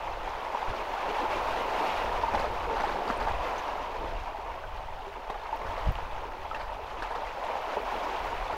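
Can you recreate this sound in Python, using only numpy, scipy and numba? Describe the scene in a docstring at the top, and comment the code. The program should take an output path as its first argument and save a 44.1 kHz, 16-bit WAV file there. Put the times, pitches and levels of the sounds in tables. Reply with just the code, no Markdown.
"""Angler on shoreline rocks

Calm sea washes in and out of the rocks: four low waves build and drain, churning up clouds of short
bubbles. Wavelets slap the stones and air pockets plop between them. A light breeze rumbles on the
microphone in gusts, and the angler's reel and line tick faintly."""
import sys
import numpy as np
from scipy import signal
from scipy.fft import rfft, irfft, next_fast_len
from scipy.io import wavfile
from scipy.ndimage import uniform_filter1d
from numba import njit

SR = 44100
rng = np.random.default_rng(int(sys.argv[2]) if len(sys.argv) > 2 else 0)


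def materialize(psi):
    """Save the field psi as 16-bit PCM at rate SR to the path in sys.argv[1].

    A 1-D psi becomes a single channel; in a 2-D psi each row is a channel.
    """
    bounded = np.clip(np.atleast_2d(psi).T, -1, 1)
    quanta = np.round(bounded * 32767).astype(np.int16)
    wavfile.write(sys.argv[1], SR, quanta)


N = 377919
TIME = np.arange(N) / SR


def undb(db):
    """Decibels to gain."""
    return 10 ** (np.asarray(db) / 20)


def unit(x):
    """Scale to rms 1."""
    return x / np.sqrt(np.mean(x ** 2))


def colour(x, points):
    """Minimum-phase filter through (f/Hz, level/dB) points; output at rms 1."""
    size = next_fast_len(N + 8192, True)
    hz, db = np.transpose(points)
    bin_hz = np.fft.rfftfreq(size, 1 / SR)
    gain_db = np.interp(np.log(bin_hz + 1), np.log(hz), db)
    cepstrum = irfft(np.log(undb(gain_db)), size)
    cepstrum[1:size // 2] *= 2
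    cepstrum[size // 2:] = 0
    response = np.exp(rfft(cepstrum))
    return unit(irfft(rfft(x, size) * response, size)[:N])


def band(x, lo_hz, hi_hz, order=3):
    """Band-pass; output at rms 1."""
    sos = signal.butter(order, [lo_hz, hi_hz], "band", fs=SR, output="sos")
    return unit(signal.sosfilt(sos, x))


def walk(rate_hz):
    """Smooth random wander at rms 1."""
    knots = rng.standard_normal(4096)
    return unit(np.interp(TIME * rate_hz, np.arange(len(knots)), knots))


def burst(start_s, rise_s, decay_s):
    """Envelope: linear rise, exponential decay."""
    age_s = np.maximum(TIME - start_s, 0)
    return np.minimum(age_s / rise_s, 1) * np.exp(-np.clip((age_s - rise_s) / decay_s, 0, 20))


@njit
def ring(start_s, hz, amplitude, decay_s, glide):
    """Each bubble is a dying sine; its pitch climbs by the fraction `glide` as it nears the surface."""
    out = np.zeros(N)
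    for k in range(len(start_s)):
        first, length = int(start_s[k] * SR), int(5 * decay_s[k] * SR) + 2
        step_rad = 2 * np.pi * hz[k] / SR
        phasor = amplitude[k] + 0j
        pole = np.exp(1j * step_rad - 1 / (decay_s[k] * SR))
        bend = np.exp(1j * step_rad * glide / length)
        for i in range(max(first, 0), min(first + length, N)):
            out[i] += phasor.imag
            phasor *= pole
            pole *= bend
    return out


def bubbles(count, lo_hz, hi_hz, cycles, spread_db, glide):
    """Cloud of bubbles of random strength, even over time and pitch; small ones die sooner."""
    when, pitch, strength, damping = rng.random((count, 4)).T
    hz = lo_hz + (hi_hz - lo_hz) * pitch
    amplitude = np.sqrt(hz) * undb(-spread_db * np.log(strength + 0.013))
    decay_s = cycles * (.5 + damping) / hz
    return unit(ring(when * N / SR, hz, amplitude, decay_s, glide))


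# Breeze spectrum: f/Hz, level/dB
WIND_SPECTRUM = [(8, 1.5), (22, 2.5), (38, 3.5), (60, -4.5), (90, -10), (130, -20.5), (250, -29.5),
                 (800, -66)]
# Gusts: t/s, level/dB, half-width/s
WIND_GUSTS = [(.12, -42, 0.17), (0.698, -34.5, 0.018), (1.459, -43.5, 0.27), (2.443, -37.5, 0.37),
              (3.315, -35, 0.11), (4.09, -37, 0.14), (4.783, -42, 0.3), (5.67, -37.5, 0.045),
              (5.891, -27.5, 0.017), (5.95, -38, 0.19), (6.596, -44, 0.4), (8.406, -40.5, 0.18)]


def breeze(lull_db=-47.5):
    """Gusts rumble on the microphone; the stronger the wind, the more its eddies thump."""
    gust_power = sum(undb(db) ** 2 * np.exp(-((TIME - t_s) / width_s) ** 2)
                     for t_s, db, width_s in WIND_GUSTS)
    wind_db = 10 * np.log10(undb(lull_db) ** 2 + gust_power) + 0.88 * walk(12)
    rumble = colour(rng.standard_normal(N), WIND_SPECTRUM) * undb(wind_db)
    buffet_db = -41 + 2.1 * (wind_db + 34.5)
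    buffet = band(rng.standard_normal(N), 23.6, 91, order=2) * undb(buffet_db)
    return rumble + buffet


# Tackle ticks: t/s, f/Hz, level/dB, decay/s
TACKLE_TICKS = [(3.173, 9200, -52, .0036), (3.58, 6340, -47, .011), (5.562, 13500, -53, .001),
                (5.9206, 14300, -43, .0004), (7.619, 13500, -52, .002)]


def tackle(rise_s=.0004):
    """Thin, bright ticks from the reel and line."""
    noise = rng.standard_normal(N)
    return sum(band(noise, hz / 1.09, hz * 1.04, order=2) * undb(db) * burst(t_s, rise_s, decay_s)
               for t_s, hz, db, decay_s in TACKLE_TICKS)


# Foam spectrum: f/Hz, level/dB
FOAM_SPECTRUM = [(4000, -30), (8100, -12), (9100, 4), (10500, -14), (12100, 2.5), (13300, -5), (15000, 1.5)]


def foam(froth_db):
    """The finest bubbles burst in a thin sizzle that follows the froth."""
    grains = bubbles(count=40000, lo_hz=6000, hi_hz=15600, cycles=2.7, spread_db=5.0, glide=0.039)
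    return colour(grains, FOAM_SPECTRUM) * undb(froth_db - 34.5 + 1.1 * walk(25))


def rock_echo(x, t60_s=0.16, wet_db=-12):
    """Nearby boulders add a brief scattered echo."""
    age_s = TIME[:SR // 4]
    echo = rng.standard_normal(len(age_s)) * np.exp(-np.log(1000) * age_s / t60_s) * (age_s > .004)
    return x + undb(wet_db) * signal.fftconvolve(x, echo / np.linalg.norm(echo))[:N]


# Trapped air: t/s, f/Hz, level/dB, decay/cycles
AIR_POCKETS = [(.546, 960, -27.5, 21), (.628, 977, -25, 4), (2.236, 912, -19, 6.9), (2.336, 230, -28, 2.6),
               (2.347, 820, -19, 5), (2.838, 820, -17, 7.7), (2.871, 428, -27, 3), (3.101, 243, -24, 1.6),
               (3.1015, 1120, -15, 1.8), (4.386, 398, -34.5, 4.2), (4.638, 1500, -32.5, 6.2),
               (5.069, 394, -36.5, 12), (5.3007, 830, -16, 1.4), (5.528, 880, -23.5, 11),
               (5.617, 2050, -35, 8.9), (5.955, 2700, -26, 2.2), (6.513, 1280, -26, 9.1),
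               (6.547, 2650, -33, 16), (7.768, 406, -24.5, 6.2), (7.7696, 570, -17, 1.9),
               (7.7838, 960, -25, 3.3)]


def plops():
    """Large air pockets ring between the stones; little of their sound lies below 200 Hz."""
    t_s, hz, db, cycles = np.transpose(AIR_POCKETS).copy()
    rings = ring(t_s, hz, undb(db), cycles / hz, glide=0.078)
    return signal.sosfilt(signal.butter(2, 200, "high", fs=SR, output="sos"), rings)


# Slaps and wash as heard, with a hollow 900 Hz resonance, probably the camera housing: f/Hz, level/dB
HOLLOW_SPECTRUM = [(60, -32.5), (170, -18.5), (300, -13.5), (430, -7), (680, -6.5), (800, -5), (900, -1.5),
                   (1200, -12), (1900, -13.5), (2650, -14.5), (3900, -23.5), (6300, -32.5), (8200, -42),
                   (15000, -42)]
# Flying droplet spectrum: f/Hz, level/dB
SPATTER_SPECTRUM = [(700, 9.5), (1650, 8.5), (2700, -7.5), (3700, -5), (4600, -7.5), (5500, -15.5),
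                    (8500, -25.5), (15000, -33)]
# Wavelets on stone: t/s, level/dB, decay/s, spatter re knock/dB
WAVELETS = [(0.629, -33, .004, -1), (2.232, -27, 0.0097, -23), (2.332, -28, 0.045, -6),
            (2.39, -37, .04, 2.5), (2.441, -28, 0.014, -22), (2.76, -29.5, 0.023, -6.5),
            (2.797, -29.5, .04, -3.5), (2.868, -35, 0.075, -1.5), (3.065, -35.5, 0.031, -1),
            (3.102, -41.5, 0.032, 4.5), (3.199, -32, 0.032, -2.5), (3.268, -27, 0.035, -11),
            (3.49, -42, .04, -5), (3.66, -32, 0.076, -10.5), (5.3005, -32.5, .01, -3),
            (5.345, -31, 0.011, -28), (5.666, -29, 0.0045, -8.5), (5.774, -33, 0.033, -8),
            (6.545, -40, 0.017, 5.5), (6.589, -37.5, 0.058, -5), (7.021, -36.5, .012, 6),
            (7.103, -33.5, 0.028, -8), (7.147, -36, 0.041, -5.5), (7.220, -28.5, 0.0046, -20),
            (7.483, -31, 0.037, -16), (7.554, -29, .007, -25)]


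def slaps(rise_ratio=0.19):
    """Wavelets hit stone: a hollow knock and a spatter of droplets; longer slaps start more softly."""
    knock = band(colour(rng.standard_normal(N), HOLLOW_SPECTRUM), 498, 1240)
    drops = bubbles(count=16000, lo_hz=1014, hi_hz=14380, cycles=4.4, spread_db=-0.7, glide=0.027)
    spatter = colour(drops, SPATTER_SPECTRUM)
    return sum(burst(t_s, rise_ratio * decay_s, decay_s) * undb(db) * (knock + undb(rel_db) * spatter)
               for t_s, db, decay_s, rel_db in WAVELETS)


# Waves among the rocks: crest t/s, level/dB, build/s, drain/s, froth re water/dB
SHORE_WAVES = [(1.83, -31, 1.56, 0.67, -0.9), (3.45, -34, 2.6, 0.73, -3), (5.68, -37.5, 0.31, 0.64, -2),
               (7.92, -34.5, 0.92, 1.8, -1)]


def surge(ebb_db=-43.5, froth_lag_s=0.041, crest_shape=1.16):
    """Water and froth levels in dB: each wave builds and drains to the ebb; its froth lags behind."""
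    def power(from_crest_s, db, build_s, drain_s):
        away = np.abs(from_crest_s) / np.where(from_crest_s < 0, build_s, drain_s)
        return (undb(db) * np.exp(-away ** crest_shape)) ** 2  # shape 1: pointed, 2: round
    water = froth = undb(ebb_db) ** 2
    for crest_s, db, build_s, drain_s, rel_db in SHORE_WAVES:
        water = water + power(TIME - crest_s, db, build_s, drain_s)
        froth = froth + power(TIME - froth_lag_s - crest_s, db + rel_db, build_s, drain_s)
    return 10 * np.log10(water), 10 * np.log10(froth)


def wash(surge_db, froth_db, ref_db=-35.5, growth=1.14):
    """Bubbles crackle and ring over a rush; gurgle and churn follow the surge, spray the froth."""
    swell_db = surge_db - ref_db
    crackle = bubbles(count=70000, lo_hz=155, hi_hz=14570, cycles=0.82, spread_db=4.0, glide=0.04)
    fizz = bubbles(count=26000, lo_hz=224.7, hi_hz=8040, cycles=9.1, spread_db=3.5, glide=0.062)
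    # a full surge merges into a rush; at the ebb single bubbles stand out
    rush = rng.standard_normal(N) * undb(1 + 0.63 * swell_db)
    blend = rush + undb(-2.5) * crackle + undb(-3.5) * fizz
    levelled = blend / np.sqrt(uniform_filter1d(blend ** 2, size=SR // 4))
    water = colour(levelled, HOLLOW_SPECTRUM)
    gurgle = band(water, 120, 555) * undb(-10.5 + growth * swell_db + 2.4 * walk(22))
    churn = band(water, 628, 1284) * undb(swell_db)
    spray = band(water, 1450, 13500) * undb(-9 + growth * (froth_db - ref_db) + 0.88 * walk(40))
    return (gurgle + churn + spray) * undb(ref_db + 1.69 + 0.7 * walk(18))


def scene():
    """Water among the rocks, tackle, breeze and a faint steady hiss, in mono."""
    surge_db, froth_db = surge()
    water = wash(surge_db, froth_db) + foam(froth_db) + rock_echo(slaps() + plops())
    hiss = undb(-72.0) * rng.standard_normal(N)
    return (water + tackle() + breeze() + hiss)[None]


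def record(dry):
    """The camera cuts the top treble steeply."""
    cutoff_hz = 15700
    return signal.sosfilt(signal.ellip(10, .2, 70, cutoff_hz, fs=SR, output="sos"), dry)


dry = scene()
out = record(dry)
materialize(out)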